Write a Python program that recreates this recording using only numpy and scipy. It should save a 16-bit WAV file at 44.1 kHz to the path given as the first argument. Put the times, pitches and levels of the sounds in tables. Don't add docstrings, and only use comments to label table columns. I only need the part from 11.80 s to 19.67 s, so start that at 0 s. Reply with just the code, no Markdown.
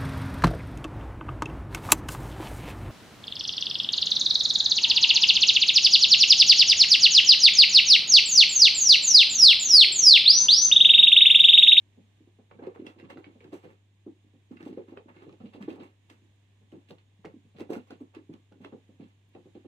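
import sys
import numpy as np
from scipy import signal
from scipy.fft import rfft, irfft, next_fast_len
from scipy.io import wavfile
from scipy.ndimage import uniform_filter1d

SR = 44100
rng = np.random.default_rng(int(sys.argv[2]) if len(sys.argv) > 2 else 0)


def volts(x):
    e = np.asarray(x, float) / 20
    return 10 ** e


def wrap_up_sound(samples):
    columns = np.atleast_2d(samples).T
    tamed = np.clip(columns, -1, 1)
    steps = np.round(tamed * 32767).astype(np.int16)
    wavfile.write(sys.argv[1], SR, steps)


N = 347067
TIME = np.arange(N) / SR

# time in seconds, peak in dB, boom
# pitch in Hz, knock in dB over the boom, tail in dB (looser boards ring more).
PAW_LANDINGS = [(0.174, -48, 236, -14.5, 1.5), (0.403, -53, 272, -45, 0.5), (0.472, -52, 320, -16, -6.5),
                (0.587, -52, 238, -6.5, -0.5), (0.711, -55, 376, -7, 5), (0.751, -53, 236.6, -18, 5),
                (0.792, -45.5, 437, -4.5, -8), (0.821, -41, 310, -4, -3), (0.837, -47, 416, -1.5, 5),
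                (0.865, -45.5, 370, -4.5, -2), (0.8706, -30, 381, -15.5, 1.5), (0.959, -45.5, 394, -7, -1),
                (0.9953, -34, 307, -26, -3.5), (1.02, -36.5, 340, -28.5, 0.5), (1.047, -46.5, 337, -9, 2),
                (1.065, -39.5, 295, -10, -5), (1.161, -50.5, 330, -13, 3), (1.197, -46.5, 340, -9, -9),
                (1.226, -41.5, 294, -23, -2), (1.3, -49, 300, -3, 5), (1.358, -42, 304, -11, -10),
                (1.369, -41, 322, -6.5, -0.5), (1.384, -51, 330, -6, -1), (1.464, -53, 300, -5.5, 9.5),
                (1.553, -50, 224, -10, -3.5), (1.608, -54.5, 430, -7.5, -3), (1.635, -53.5, 395, -16, 3),
                (1.647, -45.5, 330, -11.5, -0.5), (1.686, -50, 295, -23, -13), (1.7202, -51, 297, -1, -5),
                (1.728, -32.5, 347, -9, 0.5), (1.742, -39, 383, -30, -6), (1.837, -45, 350, -7.5, 3),
                (1.851, -47.5, 402, -12.5, 0.5), (1.9, -53.5, 372, -9, 4.5), (2.263, -36.5, 308, -16.5, 2),
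                (2.442, -60, 286, -26, 0.5), (2.536, -54, 249, -15, 1),
                (2.708, -38, 262, -23, 1), (2.757, -50.5, 282, -25, 2.5), (2.803, -43.5, 302, -9, -5.5),
                  (2.827, -43.5, 317, -20.5, 1.5), (2.862, -35, 282, -10, -6), (2.887, -42.5, 280, -16, 7),
                  (2.907, -51.5, 290, -20, -3), (2.923, -38.5, 303, -17, -4), (2.973, -30, 368, -15, 0.5),
                  (2.995, -41, 380, -12, 0), (3.082, -45, 322, -19, -1.5), (3.12, -40.5, 315, -10, -2.5),
                  (3.171, -40, 400, -8.5, -2), (3.257, -44.5, 260, -20, -4), (3.298, -49.5, 310, -16, -3),
                  (3.361, -54, 310, -8, 6), (3.42, -48.5, 332, -22, 5), (3.466, -44, 380, -13.5, 1),
                  (3.48, -46, 310, -13, 1), (3.525, -52, 320, -6, 0), (3.602, -41.5, 200, -12, -3.5),
                  (3.635, -37.5, 233, -28, 3.5), (3.65, -43.5, 256, -12.5, -2), (3.67, -51.5, 260, -17, 3),
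                  (3.745, -41.5, 285, -8.5, -1), (3.769, -51.5, 263, -8, 9.5), (3.786, -49, 242, -15, -8),
                  (3.806, -36, 211, -20, -4), (3.828, -41, 282, -19, -8), (3.839, -45.5, 284, -23, -4),
                  (3.879, -29, 326, -11, 0.5), (3.909, -39.5, 286, -8, 1.5), (3.942, -48, 304, -11, -2),
                  (3.96, -48.5, 260, -7, -7), (3.979, -44, 272, -4.5, 3.5), (4.004, -42.5, 301, -7.5, 2.5),
                  (4.021, -48.5, 320, -7.5, 5),
                (4.306, -51.5, 284, -18, -1), (4.417, -64.5, 280, -24, 5), (4.812, -57.5, 227, -12, 0.5),
                   (4.924, -42, 310, -9, 2), (4.964, -54.5, 288, -17, 6.5), (5.088, -63.5, 286, -10, 6),
                   (5.105, -44, 315, -1.5, -3), (5.39, -59.5, 180, -21, -2), (5.447, -44.5, 320, -0.5, 1),
                   (5.4555, -45, 427, -13, -2), (5.538, -43.5, 273, -25, -2.5),
                   (5.563, -44.5, 247, -33, -8), (5.647, -55.5, 194, -24, -1),
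                   (5.747, -49.5, 210, -10.5, -4), (5.785, -46.5, 410, -4.5, 1), (5.801, -37, 332, -4, -13),
                   (5.81, -32, 307, -18.5, -3.5), (5.845, -52, 354, -16, 3), (5.894, -41.5, 346, 0.5, 7),
                   (5.902, -23, 368, -14.5, -3.5), (5.918, -36, 422, -2, -6), (5.935, -37.5, 347, -7, 3),
                   (5.962, -31, 250, -10.5, -1),
                (6.104, -43.5, 381, -3.5, 1), (6.121, -40.5, 282, -22, -6), (6.207, -39, 292, -34, -9),
                 (6.214, -36.5, 285, -25, -3.5), (6.35, -60, 383, -9, 10), (6.366, -37.5, 315, -32, -3),
                 (6.492, -38.5, 304, -20.5, -0.5), (6.538, -41.5, 271, -19, -6),
                 (6.717, -53.5, 280, -3, 1.5), (6.755, -55, 300, -24, -1), (6.802, -44, 218, -18, 0.5),
                 (6.847, -44.5, 335, -7, -0.5), (6.858, -45, 362, -21, 1), (6.9235, -41.5, 260, -5.5, 3),
                 (6.935, -44.5, 412, -19, -4.5), (7.09, -46.5, 243, -17, -2.5), (7.132, -63, 260, -16, 3),
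                 (7.197, -40, 280, -14.5, -2), (7.221, -40, 237, -28, -3), (7.55, -45, 372, -2.5, -18),
                 (7.569, -49, 318, -31, 2), (7.655, -48, 344, -10, -0.5), (7.751, -41.5, 319, -11.5, 1.5),
                 (7.774, -53, 300, -16, -2), (7.846, -53.5, 343, -1.5, 15)]
# pitch in Hz, level in dB.
BOARDS = [(60, -22.5), (120, 2.5), (170, 2.5), (400, 5), (500, 10), (640, 0.5), (820, 12.5), (1300, 0.5)]
# time in seconds, peak in dB.
BODY_DROPS = [(1.228, -52), (1.646, -61), (1.849, -54.5), (2.707, -54.5), (2.827, -52), (2.89, -50.5),
              (3.467, -49.5), (3.603, -47), (3.828, -48), (4.926, -52.5), (5.104, -52.5), (5.452, -48),
              (5.748, -54), (6.491, -47), (6.539, -68), (7.198, -52), (7.655, -60), (7.751, -63)]
# time in seconds, peak in dB, boom pitch in Hz.
TIPTOES = [
    (0.7875, -45, 400),
    (0.9905, -39, 310),
    (1.336, -56, 290),
    (1.2345, -42, 308),
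]
# time in seconds, peak in dB, pluck pitch in Hz, bright part in dB over the
CLAW_PLUCKS = [(0.7122, -53, 2300, -37), (0.7905, -47, 1600, -34), (0.8371, -41, 1040, -37),
               (0.8676, -53, 1100, -15), (0.9587, -55, 1180, -25), (1.0664, -35, 2676, -16),
               (1.1981, -41, 2060, -21), (1.239, -51, 1090, -25.0), (1.3012, -53, 2700, -5),
               (1.303, -39.5, 2600, -39), (1.372, -42, 1360, -24), (1.4422, -37, 2285, -43),
               (1.6047, -49, 2320, -22), (1.6428, -49, 1660, -15), (1.7295, -48, 1040, -16.5),
               (1.8442, -61, 1090, -17), (2.7143, -53.5, 1730, -18), (2.7695, -43.5, 2060, -25),
               (2.828, -45, 1880, -14), (2.93, -54, 3000, -15), (2.9777, -70, 1220, -21.0),
               (3.0824, -67, 1110, -19.5), (3.109, -63, 3500, -12), (3.173, -42.5, 2550, -23),
               (3.344, -54, 2170, -27.0), (3.367, -49, 2140, -23.5), (3.4225, -49.5, 1390, -24),
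               (3.4934, -47, 1220, -23),
               (3.5257, -57, 2490, -11), (3.602, -54, 1300, -27), (3.657, -52, 3020, -27),
              (3.735, -45, 2680, -30), (3.8132, -53, 1260, -19.5), (3.825, -47, 2580, -10.5),
              (3.884, -51, 1560, -26), (3.903, -42.5, 3220, -31), (4.2997, -50.5, 1330, -6),
              (4.9197, -52, 2510, -21), (5.1072, -48, 3580, -7.5), (5.1831, -52, 2900, -23.5),
              (5.4515, -44.5, 1920, -13.5), (5.4565, -42, 2220, -20), (5.769, -62, 1770, -14.0),
              (5.7846, -48, 1950, -16), (5.8057, -39, 2070, -15.5), (5.904, -59, 1230, -14),
              (5.9328, -44, 2530, -9), (5.9531, -38, 1400, -38), (6.0855, -63, 2170, -16),
              (6.1065, -42, 1510, -13), (6.3487, -47, 3120, -11.5), (6.5375, -50.5, 1050, -12),
              (6.8478, -40.5, 2714, -17.5), (6.7231, -56, 1510, -14), (6.9331, -64, 1290, -16),
              (7.2133, -62, 2260, -21.5), (7.5505, -52, 2600, -22), (7.7554, -69, 1490, -22)]
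# time in seconds, peak in dB, pitch in Hz.
CLAW_TAPS = [
    (0.7132, -41, 1280),
    (0.9604, -42, 1200),
    (1.3018, -37, 1300),
    (3.1735, -36.5, 1200),
    (4.3012, -62, 2000),
    (5.1073, -43.5, 980),
    (5.4471, -34.5, 890),
    (6.3488, -50, 2200),
    (6.8478, -34.5, 1300),
    (7.5497, -54, 1500),
]
# time in seconds, peak in dB.
FIBRE_SNAPS = [
    (5.9032, -53),
    (5.936, -50),
    (7.4904, -66),
]
# start in seconds, length in seconds, level in dB, bright part in
# dB over it, tilt in dB from coarse to fine fibres.
BRUSH_STROKES = [(0.715, 0.013, -57, -46, -5), (0.793, 0.018, -69, -38, -11), (0.83, 0.02, -55, -27, -7.5),
                 (0.868, 0.02, -59, -21, -2), (0.951, 0.015, -59, -18, -5), (1, 0.025, -66, -24, 3),
                 (1.061, 0.061, -58.5, -15, -2.5), (1.189, 0.014, -56.5, -30, 2),
                 (1.249, 0.019, -65, -25, -5.5), (1.302, 0.021, -49.5, -17.5, 1.5),
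                 (1.38, 0.013, -61, -16, 4), (1.444, 0.085, -63, -33.5, 1.5),
                 (1.61, 0.068, -64.5, -27, -0.5), (1.731, 0.041, -54.5, -11.5, -1),
                 (1.838, 0.094, -62.5, -16, 1), (2.721, 0.02, -65, -9, -4), (2.77, 0.014, -64, -24, 4),
                 (2.806, 0.02, -60.5, -14, -4), (2.855, 0.055, -57.5, -18.5, 0),
                 (2.938, 0.015, -70, -13, 2), (2.975, 0.039, -62, -20, 1), (3.087, 0.043, -61.5, -19, 1),
                 (3.172, 0.014, -66.5, -39, -16), (3.287, 0.019, -59, -28, -2), (3.355, 0.071, -60, -28, 0),
                 (3.424, 0.034, -62, -24, 0), (3.498, 0.064, -70, -24, 1),
                 (3.61, 0.033, -65, -31, 1), (3.657, 0.021, -63.5, -26, 8.5),
                (3.738, 0.021, -53.5, -20.5, -1), (3.815, 0.045, -55.5, -20, -0.5),
                (3.889, 0.051, -55.5, -17.5, 2), (3.957, 0.039, -64, -18, -2),
                (4.005, 0.047, -57, -22, 1.5), (4.032, 0.039, -64, -10, -5), (4.301, 0.021, -60, -8.5, 1),
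                (4.92, 0.093, -70, -16, 0.5), (5.09, 0.03, -64.5, -9, 5.5), (5.187, 0.01, -66, -25, 4),
                (5.451, 0.007, -51, -21, -6.5), (5.768, 0.029, -60.5, -16, 2),
                (5.797, 0.034, -57.5, -14, 2.5), (5.904, 0.025, -55, -9, 3.5),
                (5.933, 0.034, -50.5, -12.5, 3.5), (6.075, 0.015, -63.5, -16, -2),
                (6.106, 0.019, -58, -20.5, 4), (6.207, 0.02, -64, -15, -2.5),
                (6.348, 0.023, -55.5, -23, -1), (6.532, 0.017, -65, -15, 1), (6.817, 0.026, -64.5, -13, 2),
                (6.845, 0.019, -56, -28, -4), (6.928, 0.02, -70.5, -14, 7.5),
                (7.206, 0.096, -66.5, -17, 4.5), (7.54, 0.02, -69.5, -25, 6),
                (7.753, 0.051, -68.5, -28, 5.5), (7.856, 0.022, -71, -28, 8)]
# pitch in Hz, level in dB per Hz.
PILE = [(400, 2.5), (700, -2), (1050, 0), (1520, -7), (2000, -6.5), (2700, -7.5), (4200, -16),
        (6000, -33.5)]
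# pitch in Hz, level in dB rms.
HUM = [(100.1, -63), (200.2, -86.5)]
# pitch in Hz, level in dB per Hz.
AIR = [(25, -19.5), (60, -0.5), (130, 3), (300, -1), (550, -11), (1050, -12.5), (1700, -13.5),
       (3600, -12.5), (4600, -24), (7800, -26), (9600, -37), (10500, -39), (12000, -34.5), (15700, -38.5)]
# pitch in Hz, width in Hz, change in dB.
HISS_PEAKS = [(7000, 830, 3.5), (9000, 240, 18), (1350, 170, -7.5), (9000, 120, -6.5), (6680, 35, 11)]
# pitch in Hz, likeness from 0 to 1.
LIKENESS = [(60, 0.5), (300, 0.9), (640, 0.27), (1300, 0.12), (9000, 0)]
# pitch in Hz, left minus right in dB.
LEAN = [(60, -1.5), (110, 0.5), (200, -1.5), (380, -1), (700, -1.5), (1290, -2), (2380, -6), (4400, -1),
        (8120, 1), (15000, -6.5)]


def paws(size=8192):
    out = np.zeros((2, N))
    body = np.roll(push(359, 0.87, 4.0, size), 170)
    sag = push(174, 1.07, 3.5, size)
    knock = push(549.3, 0.72, 9.5, size) + 0.41 * push(932.4, 0.73, 2.1, size)
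    for s, db, hz, knock_db, tail_db in PAW_LANDINGS:
        harder_db = db + 45
        ring_s = np.clip(0.185 - 0.0025 * harder_db, 0.05, 0.3)
        sag_db = -17.5 - 0.69 * harder_db
        boom = resound(push(hz, 1.55, 3.48, size) + 0.35 * body, ring_s, tail_db - 26, 0.0037)
        low = volts(sag_db + 4) * resound(sag, 0.94 * ring_s, tail_db - 27.5, 0.0015)
        high = volts(knock_db + 13.5) * resound(knock, 0.93 * ring_s, -24.5, 0.0042, direct=0.32)
        add(out, s - 0.0006, volts(db - 3) * (boom + low + high))
    return colour(out, BOARDS)


def drops(size=8192):
    out = np.zeros((2, N))
    sag = push(168, 1.8, 5.2, size)
    for s, db in BODY_DROPS:
        add(out, s, volts(db) * resound(sag, 0.26, -28.5, 0.0037))
    return colour(out, BOARDS)


def tiptoes(size=4096):
    out = np.zeros((2, N))
    for s, db, hz in TIPTOES:
        add(out, s, volts(db) * resound(push(hz, 1.2, 4.2, size), 0.09, -24, 0.004))
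    return out


def claws(size=6144):
    out = np.zeros((2, N))
    t = np.arange(size) / SR
    bins_hz = np.arange(size // 2 + 1) * SR / size
    for s, db, hz, bright_db in CLAW_PLUCKS:
        bounce_s = max(round(hz * 0.0014), 1) / hz
        flutter = 1 / (1 - 0.52 * np.exp(-2j * np.pi * bins_hz * bounce_s))
        tear = np.roll(volts(-13) * crackle(size, 0.05, 3) * np.exp(-t / 0.009), 90)
        tear[:130] += volts(-18) * crackle(130, 0.1, 3)
        tear[90 + rng.integers(20)] += 1.3
        tear = tear / np.sqrt(np.sum(tear ** 2))
        snap = volts(bright_db + 21) * push(3170, 0.091, 0.36, size)
        pluck = push(hz, 0.84, 3.1, size) + 0.31 * push(3150, 0.78, 2.2, size)
        sound = resound(irfft(rfft(tear) * rfft(pluck) * flutter, size), 0.15, -28.5, 0.004)
        sound += resound(irfft(rfft(tear) * rfft(snap), size), 0.16, -33.5, 0.0035)
        lag = rng.integers(-16, 22)
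        sound = np.array([np.roll(sound[0], 16), np.roll(sound[1], 16 + lag)])
        add(out, s - 0.0016, volts(db) * sound)
    return out


def taps(size=4096):
    out = np.zeros((2, N))
    for s, db, hz in CLAW_TAPS:
        add(out, s, -volts(db) * resound(push(hz, 0.31, 1.8, size), 0.081, -27.5, 0.0054))
    return out


def snaps(size=4096):
    out = np.zeros((2, N))
    for s, db in FIBRE_SNAPS:
        add(out, s, volts(db) * resound(push(12200, 1.2, 2.5, size), 0.05, -20, 0.0015))
    return out


def brush():
    bands = [(250, 500, 1200, 2600), (800, 1500, 2300, 4200), (1500, 2900, 5000, 8000)]
    parts = []
    for band in bands:
        parts.append(colour(fibres(list(zip(band, (-20, 0, 0, -20))), 5), PILE))
    parts = np.array(parts)
    parts = parts / np.sqrt(np.mean(parts.sum(axis=0) ** 2))
    bright_colour = [(2500, -11.5), (3500, 1), (4800, -2), (8000, -0.5), (10500, -10.5), (15000, -9.5)]
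    bright = set_rms(fibres(bright_colour, 5.9), 0)
    press, sheen = np.zeros((3, N)), np.zeros(N)
    for s, length, db, bright_db, tilt_db in BRUSH_STROKES:
        length = max(length, 0.002)
        at = [s - 0.012 - 0.18 * length, s, s + length, s + length + 0.087]
        span = slice(int(at[0] * SR), min(int(at[-1] * SR), N))
        shape_db = np.interp(TIME[span], at, [-25, 0, -4.5, -27])
        press[:, span] += volts(db + shape_db + tilt_db * np.array([[-1], [0], [1]]))
        sheen[span] += volts(db + bright_db + 1.5 + 1.37 * shape_db)
    return np.sum(press[:, None] * parts, axis=0) + sheen * bright


def fibres(points, patchy_db):
    click = np.arange(8192) == 0
    grains = crackle(N, 0.06, 4.2) * volts(patchy_db * walk(45))
    sound = signal.fftconvolve(grains[None], resound(click, 0.12, -25, 0.003), axes=1)[:, :N]
    sound[1] = np.roll(sound[1], rng.integers(8, 24))
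    return colour(sound, points)


def crackle(shape, share, scatter_db):
    hit = rng.random(shape) < share
    size_db = scatter_db * np.minimum(rng.exponential(size=shape), 3)
    return hit * rng.standard_normal(shape) * volts(size_db)


def lift_2700(x):
    return colour(x, [(2700 - 240, 0), (2700, 5), (2700 + 240, 0)])


def push(hz, cycles, soft, size):
    turn = np.arange(size // 4) / SR * hz / cycles
    swell = np.sin(2 * np.pi * turn * cycles) * (turn * np.exp(1 - turn)) ** soft
    return np.pad(swell, (0, size - len(swell)))


def resound(x, t60, wet_db, build_s, direct=1):
    t = np.arange(len(x)) / SR
    fade = np.exp(-np.log(1000) * t / t60) * (1 - np.exp(-t / build_s))
    tail = irfft(spread(rng.standard_normal((2, len(x))) * fade) * rfft(x), len(x))
    wanted = volts(wet_db) ** 2 * np.sum(fade ** 2) * np.sum(x ** 2)
    share = wanted / np.mean(np.sum(tail ** 2, axis=1))
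    return direct * x + np.sqrt(share) * tail


def spread(x):
    n = x.shape[-1]
    like = np.clip(curve(LIKENESS, np.arange(n // 2 + 1) * SR / n), 0, 1)
    mid, side = rfft(x) * np.sqrt([1 + like, 1 - like])
    return np.array([mid + side, mid - side]) / np.sqrt(2)


def curve(points, hz):
    f, value = np.transpose(points)
    return np.interp(np.log(hz + 1), np.log(f), value)


def colour(x, points):
    n = next_fast_len(x.shape[-1])
    gain = volts(curve(points, np.arange(n // 2 + 1) * SR / n))
    return irfft(rfft(x, n) * gain, n)[..., :x.shape[-1]]


def set_rms(x, db):
    return x * volts(db) / np.sqrt(np.mean(x ** 2))


def walk(rate):
    k = int(SR / rate)
    steps = np.repeat(rng.standard_normal(N // k + 1), k)
    return 0.6 * uniform_filter1d(uniform_filter1d(steps, k), k)[:N]


def add(out, s, x):
    i = int(s * SR)
    out[:, i:i + x.shape[1]] += x[:, :N - i]


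def hum():
    tone = np.zeros(N)
    for hz, db in HUM:
        tone += volts(db) * np.sqrt(2) * np.sin(2 * np.pi * hz * TIME + 0.047 * walk(6.1))
    return tone * volts(0.5 * walk(2.7))


def air():
    n = next_fast_len(N)
    hz = np.arange(n // 2 + 1) * SR / n
    ports_db = sum(db * np.exp(-((hz - f) / w) ** 2) for f, w, db in HISS_PEAKS)
    hiss = spread(rng.standard_normal((2, n))) * volts(curve(AIR, hz) + ports_db)
    return set_rms(irfft(hiss, n)[:, :N], -69.5) * volts(2.2 * walk(4.5))


def scene():
    floor = paws() + drops() + tiptoes()
    carpet = lift_2700(claws() + brush()) + taps() + snaps()
    return floor + carpet + hum() + air()


def top_cut(x):
    return signal.sosfilt(signal.butter(12, 15710, fs=SR, output="sos"), x)


def record(dry):
    edge = 4096
    after = next_fast_len(N + 2 * edge) - N - edge
    wide = np.pad(dry, ((0, 0), (edge, after)), mode="reflect")
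    left = colour(wide[0], [(hz, db / 2) for hz, db in LEAN])
    right = colour(wide[1], [(hz, -db / 2) for hz, db in LEAN])
    cut = colour(np.array([left, right]), [(15660, 0), (15780, -50)])
    close = np.clip((N / SR - TIME) / 0.004, 0, 1)
    return top_cut(close * cut[:, edge:edge + N])


dry = scene()
out = record(dry)
wrap_up_sound(out)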